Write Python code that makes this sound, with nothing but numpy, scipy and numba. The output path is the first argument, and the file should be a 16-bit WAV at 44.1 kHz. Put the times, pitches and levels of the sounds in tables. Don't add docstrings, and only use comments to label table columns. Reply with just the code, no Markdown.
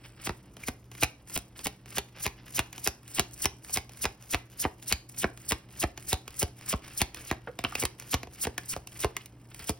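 import sys
import numpy as np
from scipy import signal
from scipy.fft import rfft, irfft
from scipy.io import wavfile
from scipy.ndimage import uniform_filter1d
from numba import njit

SR = 44100
rng = np.random.default_rng(int(sys.argv[2]) if len(sys.argv) > 2 else 0)


def digitize_waveform(pressure):
    field = np.atleast_2d(pressure).T
    bounded = np.clip(field, -1, 1)
    quanta = np.round(bounded * 32767).astype(np.int16)
    wavfile.write(sys.argv[1], SR, quanta)


N = 431738
TIME = np.arange(N) / SR
HIT_SIZE, LEAD_SIZE = 4096, 256


def undb(db):
    return 10 ** (np.asarray(db) / 20)


def unit(x):
    return x / np.sqrt(np.mean(x ** 2))


def freqs(size):
    return np.maximum(np.fft.rfftfreq(size, 1 / SR), 1)


def gains(points, size):
    hz, db = np.transpose(points)
    return undb(np.interp(np.log(freqs(size)), np.log(hz), db))


def colour(x, points):
    size = x.shape[-1]
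    return unit(irfft(rfft(x) * gains(points, size), size))


def walk(rate):
    hold = max(int(SR / rate), 1)
    steps = np.repeat(rng.standard_normal(N // hold + 1), hold)
    return unit(uniform_filter1d(steps, hold)[:N])


def add(out, start_s, x):
    i = max(int(start_s * SR), 0)
    out[i:i + len(x)] += x[:max(N - i, 0)]


# pitch_hz, phase_radians
PORT_PHASE = [(0, 0), (950, -.35), (2400, .6), (4400, .9), (5200, .3), (6400, 2.2), (7350, 3.14),
              (10900, 6.5), (13500, 9.42), (16000, 11.9)]
# pitch_hz, level_db
PORT_BALANCE = [(100, -.2), (350, -.8), (600, -2.5), (1100, -1), (2400, -1.6), (3600, 1), (4500, -1.8),
                (6000, 0)]


def ports(x):
    hz, radians = np.transpose(PORT_PHASE)
    half_phase = np.exp(.5j * np.interp(freqs(N), hz, radians))
    lean = np.sqrt(gains(PORT_BALANCE, N)) * half_phase
    return irfft(rfft(x) * np.array([lean, 1 / lean]), N)


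# pitch_hz, level_db
AIR = [(20, -31), (35, -17.5), (48, 3.5), (65, 4), (90, -5), (125, 4), (160, -7), (320, -7), (500, -14.5),
       (1000, -19), (2500, -35.5), (6000, -47), (16000, -59)]
# pitch_hz, level_db
HUM = [(119.3, -57), (188, -68), (236, -74), (287, -74.5), (326, -69.5)]


def background(air_db=-56, port_hiss_db=-84):
    air = undb(air_db) * colour(rng.standard_normal(N), AIR) * undb(0.76 * walk(5.4))
    hum = np.zeros(N)
    for hz, db in HUM:
        line = unit(np.sin(2 * np.pi * hz * TIME + 0.39 * walk(8.7)))
        hum += undb(db + 1.8 * walk(8)) * line
    return ports(air + hum) + undb(port_hiss_db) * rng.standard_normal((2, N))


def friction(grain_db, patchy_db):
    return rng.standard_normal(N) * undb(grain_db * walk(1500) + patchy_db * walk(110))


def ticks(rate, spread_db, ring_s):
    starts = rng.random(N) < rate / SR
    sizes = starts * undb(spread_db * np.minimum(rng.exponential(1, N), 3))
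    envelope = signal.lfilter([1], [1, -np.exp(-1 / (ring_s * SR))], sizes)
    return envelope * rng.standard_normal(N)


# time_s, creep_lead_s (creep starts this long before a landing), extra_rub_db
GRIP = [(.3, 0.089, 2.5), (1, 0.11, -2), (2.3, 0.11, 3.5), (3.2, 0.16, -3), (4.9, 0.14, -3),
        (6.4, 0.16, 0.5), (7.3, 0.17, 4), (8.2, .15, 0.5), (9.7, 0.19, -0.5)]


def creep(rest_db, grip_db, lift_db, attack_s=0.014, lift_s=0.05, release_s=.15):
    db = np.full(N, float(rest_db))
    time_s, creep_lead_s, _ = np.transpose(GRIP)
    for landing, *_ in STROKES:
        grip = landing - np.interp(landing, time_s, creep_lead_s)
        lift = landing - lift_s
        moments = [grip - attack_s, grip, lift, lift + release_s]
        db = np.maximum(db, np.interp(TIME, moments, [rest_db, grip_db, lift_db, rest_db]))
    return undb(db)


# pitch_hz, level_db
HISS = [(800, -26), (3000, -27), (4300, -8), (5400, -1.5), (6400, 0.5), (7600, 3.5), (9400, 3.5),
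        (11200, -4), (13000, 1.5), (15500, -3)]
# pitch_hz, level_db
RUB = [(150, 3), (500, -4.5), (900, -6.5), (1300, -2.5), (2300, -0.5), (3000, -1.5), (3900, -9.5),
       (5500, -7.5), (9000, -58.5)]
# peak_s, fade_s, level_db
RUBS = [(0.063, 0.015, -46), (.2, 0.033, -59), (2.4, 0.022, -55), (6.845, 0.011, -46), (7.18, 0.018, -56),
        (7.61, 0.012, -50), (7.67, 0.022, -50), (7.785, 0.023, -44.5), (8.08, .035, -66),
        (9.21, 0.039, -55), (9.625, 0.014, -54)]


def rustle(tick_db=-7):
    time_s, _, extra_rub_db = np.transpose(GRIP)
    shifts = sum(undb(db) * np.exp(-np.abs(TIME - peak) / fade_s) for peak, fade_s, db in RUBS)
    grains = undb(tick_db) * unit(ticks(rate=70, spread_db=5, ring_s=.0012))
    rub = colour(unit(friction(grain_db=2.0, patchy_db=4.0)) + grains, RUB)
    hiss = colour(unit(friction(grain_db=3.5, patchy_db=4.5)) + grains, HISS)
    extra_rub = undb(np.interp(TIME, time_s, extra_rub_db))
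    rub_gain = creep(rest_db=-69.5, grip_db=-58.5, lift_db=-54.0) * extra_rub + shifts
    hiss_gain = creep(rest_db=-69, grip_db=-58, lift_db=-47) + undb(-12) * shifts
    return rub_gain * rub + hiss_gain * hiss


@njit
def sweep(x, hz, width):
    y, band, low = np.empty(len(x)), 0., 0.
    for i in range(len(x)):
        g = np.tan(np.pi * hz[i] / SR)
        v = (band + g * (x[i] - low)) / (1 + g * (g + width))
        band, low, y[i] = 2 * v - band, low + 2 * g * v, width * v
    return y


# landing_s, slide_lead_s and edge_lead_s (slide
# start and edge touch, this long before landing), hiss_db, edge_db, spread_s (time over which cards arrive),
# thump_db (palm), clap_db, hardness_db_per_octave, crack_db (faces)
STROKES = [(0.2931, 0.046, 0.021, -35, -35.5, 0.0022, -34, -35.5, -1.5, -50),
           (.6832, 0.015, 0.0043, -40, -52, 0.0041, -39, -35, -1.8, -33),
           (1.0331, 0.025, 0.0069, -33, -29.5, 0.0031, -37, -28.5, 2.5, -24.5),
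           (1.376, 0.037, .012, -32, -38.5, 0.0011, -44, -40, 0, -30),
           (1.6694, .027, 0.0098, -33, -38, 0.00069, -41, -35.5, 2, -32),
           (1.983, 0.029, 0.0094, -35.5, -38.5, .0018, -40, -33, 2.2, -29.5),
           (2.2643, 0.039, 0.0056, -32, -40, .0021, -38, -33, 1.7, -32),
           (2.5925, 0.046, 0.0093, -30.5, -39, 0.00093, -32, -29, 3, -28),
           (2.8745, 0.034, .009, -31.5, -38, 0.00076, -37, -31.5, 1, -23.5),
           (3.1958, 0.051, .01, -35, -34.5, 0.00041, -30, -27.5, 2, -24),
           (3.4562, 0.038, .009, -29, -39.5, 0.0019, -34.5, -29.5, 2.5, -25),
           (3.7724, .045, 0.0092, -29, -41.5, 0.0019, -37.5, -33, 2, -31),
           (4.0539, 0.037, .01, -28.5, -37, 0.0027, -36.5, -30.5, 1.2, -35),
           (4.3458, 0.039, .008, -33, -35.5, 0.00056, -31, -30, 2.3, -34.5),
           (4.6514, 0.057, 0.0081, -28, -42.5, 0.0017, -30.5, -32, -5, -63),
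           (4.925, 0.048, 0.0093, -31, -38.5, 0.0012, -30.5, -34, 6.5, -24.5),
           (5.243, .061, 0.0097, -29, -37.5, 0.0013, -30.5, -29, -3.5, -56),
           (5.5204, 0.033, 0.0084, -29.5, -39, 0.0022, -30.5, -29.5, 1, -32.5),
           (5.8376, .042, 0.008, -29.5, -36.5, .0014, -28, -30.5, -2.5, -41),
           (6.13, 0.045, 0.0054, -29.5, -39.5, 0.00068, -27, -30, 1.5, -27),
           (6.429, .037, 0.0076, -28.5, -37.5, 0.00052, -26, -31.5, -1.5, -28),
           (6.7372, 0.051, 0.0091, -28.5, -35, 0.0019, -28, -34.5, -3.5, -52),
           (7.0166, 0.042, 0.0071, -28, -42.5, 0.0012, -26.5, -28.5, 1.7, -24),
           (7.313, 0.044, 0.0079, -43.5, -55, 0.0016, -31.5, -30, -1.8, -38.5),
           (7.8366, 0.039, .0105, -27.5, -36.5, 0.00084, -30.5, -35.5, -5, -36.5),
           (8.1416, 0.031, .0067, -31.5, -36.5, .0015, -27.5, -29, 1, -29),
           (8.4702, 0.057, .018, -28.5, -39.5, 0.0014, -35, -35, -3.5, -43),
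           (8.764, 0.075, 0.025, -29.5, -53, 0.0017, -40, -40.5, -4, -48),
           (9.0458, 0.045, .008, -33, -39, 0.0019, -28.5, -29, -3.5, -36),
           (9.6943, 0.024, .003, -38.5, -45, .00065, -30.5, -34, -2.1, -29)]


def slides(fade_db=24, rise_s=.009, stop_s=0.0027, open_hz=5200, closed_hz=2400, free_s=0.024,
           slowing_db_per_s=380, scrape_db=-35, scrape_follow=0.28, usual_edge_db=-39):
    out = np.zeros(N)
    hiss = colour(friction(grain_db=1.5, patchy_db=2.0), HISS)
    rub = colour(friction(grain_db=0.5, patchy_db=4.0), RUB)
    for landing, slide_s, lead_s, hiss_db, edge_db, *_ in STROKES:
        start, end = landing - slide_s, landing - lead_s
        i, j = int((start - rise_s) * SR), int((end + stop_s) * SR)
        t, length = TIME[i:j], end - start
        late_db = hiss_db - slowing_db_per_s * (length - free_s)
        moments = [t[0], start + 0.1 * length, start + 0.49 * length, start + 0.86 * length, end - .001, t[-1]]
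        hiss_steps = [hiss_db - fade_db, hiss_db, hiss_db, late_db, late_db + 2, late_db - fade_db]
        hiss_curve = np.interp(t, moments, hiss_steps)
        scrape_curve = np.interp(t, moments, [-16.0, -22, -11, -1.5, 5.0, -3.5])
        scrape_curve += scrape_db + scrape_follow * (edge_db - usual_edge_db)
        falling_hz = np.geomspace(open_hz, closed_hz, j - i)
        edge = unit(sweep(rng.standard_normal(j - i), falling_hz, 0.37))
        scrape = undb(-2.0) * edge + undb(-4.5) * unit(rub[i:j])
        out[i:j] += undb(hiss_curve) * hiss[i:j] + undb(scrape_curve) * scrape
    return out


BANDS_HZ = [70, 300, 900, 2600, 9000]


def tilt(hardness_db, pivot_hz):
    return hardness_db * np.log2(np.array(BANDS_HZ) / pivot_hz)


# pitch_hz, width_hz, level_db
DECK = [(72, 46, 11.5), (250, 150, 1.5), (399, 46, 4.5), (724, 55, 4.5), (940, 290, -0.5), (2430, 780, 4.5),
        (6360, 4300, -4)]


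def contact(band_db, spread_s, scatter_db, scatter_hz, lag_cycles, grip=0.053, rattle_db=-16,
            ahead_s=0.00089, top_hz=7000):
    t, f = (np.arange(HIT_SIZE) - LEAD_SIZE) / SR, freqs(HIT_SIZE)
    arrivals = np.exp(-np.abs(t) / np.where(t < 0, ahead_s, spread_s))
    uneven = rng.exponential(1, HIT_SIZE // 32).repeat(32)
    stragglers = undb(rattle_db) * (t > 0) * np.exp(-np.abs(t) / .007) * uneven
    claps = np.roll(rng.standard_normal(HIT_SIZE) * (arrivals + stragglers), -LEAD_SIZE)
    scatter = undb(scatter_db) * f / (f + scatter_hz)
    scatter = scatter / np.sqrt(1 + (f / top_hz) ** 2)
    force = 1 + scatter * rfft(claps / np.linalg.norm(claps))
    hz, width, db = np.transpose(DECK)[:, :, None]
    hz = hz * np.exp(grip * rng.standard_normal(hz.shape))
    body = 1 + np.sum(undb(db) / (1 + 1j * (f / hz - hz / f) * hz / width), axis=0)
    chirp = np.exp(-2j * np.pi * lag_cycles * np.log(f)) / np.sqrt(1 + (48 / f) ** 8)
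    delay = np.exp(-2j * np.pi * f * LEAD_SIZE / SR)
    spectrum = force * body * chirp * delay
    out = 0
    for share, level_db in zip(np.eye(len(BANDS_HZ))[-len(band_db):], band_db):
        part = irfft(spectrum * np.interp(np.log(f), np.log(BANDS_HZ), share))
        out = out + undb(level_db) * part / np.linalg.norm(part)
    return out * np.sqrt(SR / 100)


def edges():
    out = np.zeros(N)
    trim_db = np.array([-6, -1.0, -3.5, -1.5, -18.5])
    for landing, _, lead_s, _, edge_db, *_ in STROKES:
        knock = contact(edge_db + trim_db, 0.0016, scatter_db=9.0, scatter_hz=1100, lag_cycles=1.2)
        add(out, landing - lead_s - LEAD_SIZE / SR, knock)
    return out


def slaps(settle_db=-13, settle_s=.009, lag_spread=0.17, hollow=0.22, thin=0.08):
    out = np.zeros(N)
    trim_db = np.array([0.1, -1.53, -1.5, -1.76, -0.014])
    chances = rng.uniform(-1, 1, (len(STROKES), 3))
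    for stroke, (stiffness, late, hard) in zip(STROKES, chances):
        landing, *_, spread_s, thump_db, clap_db, hardness_db, crack_db = stroke
        low, middle, high = clap_db + tilt(hardness_db, pivot_hz=883)[1:4]
        cushion_db = clap_db - crack_db
        low, middle = low - thin * cushion_db, middle + hollow * cushion_db
        start = landing - LEAD_SIZE / SR
        band_db = np.array([thump_db, low, middle, high, crack_db]) + trim_db
        slap = contact(band_db, spread_s, scatter_db=7.5, scatter_hz=607,
                       lag_cycles=.95 * (1 + lag_spread * stiffness),
                       rattle_db=-19, ahead_s=0.00076, top_hz=10000)
        add(out, start, slap)
        loose_card = contact(band_db[1:] + settle_db + 3 * hard, 0.0026, scatter_db=6.5, scatter_hz=300,
                             lag_cycles=0.5054, top_hz=4000)
        add(out, start + settle_s * (1 + .5 * late), loose_card)
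    return out


# start_s, level_db, hardness_db_per_octave
CLICKS = [(.568, -54, -1.8), (.916, -55.5, -1), (.951, -55.5, -1), (1.298, -56.5, 0.5), (1.568, -64.5, -1),
          (1.592, -51.5, 0), (1.859, -57, -1.5), (2.729, -53, 1.5), (2.78, -48.5, -0.6), (3.079, -63.5, 4),
          (3.696, -51.5, -2), (3.894, -56.5, -0.5), (4.826, -58.5, 2), (5.375, -58, 1), (5.976, -48, -0.5),
          (6.279, -47, -0.5), (6.866, -58.5, -2), (7.146, -50.5, 2), (7.59, -41, -2), (7.64, -37, -2.5),
          (7.648, -44, -4.5), (7.753, -38, -0.5), (7.853, -36, 1), (7.999, -55, 3.5), (8.023, -56, -0.5),
          (8.232, -45.5, -2.5), (8.272, -56, -5), (8.58, -40, 0.2), (8.873, -53, 2.3), (9.167, -41, 1),
          (9.259, -61.5, 4.5), (9.546, -56, 2.3)]


def clicks():
    out = np.zeros(N)
    trim_db = np.array([-12, -5.5, -1.6, 2.5, 4.5])
    for start, db, hardness_db in CLICKS:
        band_db = db + trim_db + tilt(hardness_db, pivot_hz=1600)
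        click = contact(band_db, 0.0017, scatter_db=10.0, scatter_hz=1100, lag_cycles=1.2)
        add(out, start - LEAD_SIZE / SR, click)
    return out


# start_s, pitch_hz, ring_s, give_s (time the card takes to give way), level_db
POPS = [(0.636, 2400, 0.00067, .002, -40), (1.033, 2420, 0.0005, 0.0027, -25.5),
        (7.473, 1150, 0.00017, 0.011, -36), (7.48, 500, 0.0047, 0.0038, -36.5),
        (7.6479, 2900, 0.00039, 0.0014, -27), (7.649, 1200, 0.00064, 0.0027, -33),
        (7.724, 1250, .0008, .004, -39.5), (7.753, 2600, 0.0009, 0.0017, -30.5),
        (8.579, 1670, 0.00063, 0.0041, -35.5), (9.166, 2070, 0.00058, 0.001, -36)]


def pops():
    out, t = np.zeros(N), TIME[:HIT_SIZE]
    for start, hz, ring_s, give_s, db in POPS:
        snap = rng.standard_normal(HIT_SIZE) * np.exp(-t / give_s)
        pocket = np.sin(2 * np.pi * hz * t) * t * np.exp(-t / ring_s)
        ring = signal.fftconvolve(snap, pocket)
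        add(out, start, undb(db) * ring / np.linalg.norm(ring) * np.sqrt(SR / 100))
    return out


def sway(pair, lag_samples=0.16):
    shift = lag_samples * walk(3.004) * np.gradient(pair, axis=1)
    return pair + shift * np.array([[1], [-1]])


# pitch_hz, level_db
ROOM_COLOUR = [(50, -9), (150, -4), (350, 5.5), (1000, 2.5), (2500, 1), (5000, 2), (9000, -5), (16000, -6)]


def room(x, t60_s, wet_db, early_s, early_db, apart_db, count=24):
    t, wet = TIME[:SR // 2], np.zeros((2, N))
    tail, early = undb(wet_db - 60 * t / t60_s), undb(early_db) * np.exp(-t / early_s)
    decay = (tail + early) * (t > .002)
    step = N // count + 1
    for i in range(0, N, step):
        echoes = colour(rng.standard_normal((2, len(t))), ROOM_COLOUR) * decay
        for channel, echo in zip(wet, echoes):
            add(channel, i / SR, signal.fftconvolve(x[i:i + step], echo))
    mid, side = wet
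    side = irfft(rfft(side) * freqs(N) / (freqs(N) + 400), N)
    return ports(mid) + undb(apart_db) * side * np.array([[1], [-1]])


def scene():
    cards = rustle() + slides() + edges() + slaps() + clicks() + pops()
    echoes = room(cards, t60_s=0.29, wet_db=-48.5, early_s=0.007, early_db=-39.5, apart_db=-1.5)
    return background() + sway(ports(cards)) + echoes


def record(dry, top_hz=16050):
    low_pass = signal.ellip(8, .2, 70, top_hz, fs=SR, output="sos")
    return signal.sosfilt(low_pass, dry)


dry = scene()
out = record(dry)
digitize_waveform(out)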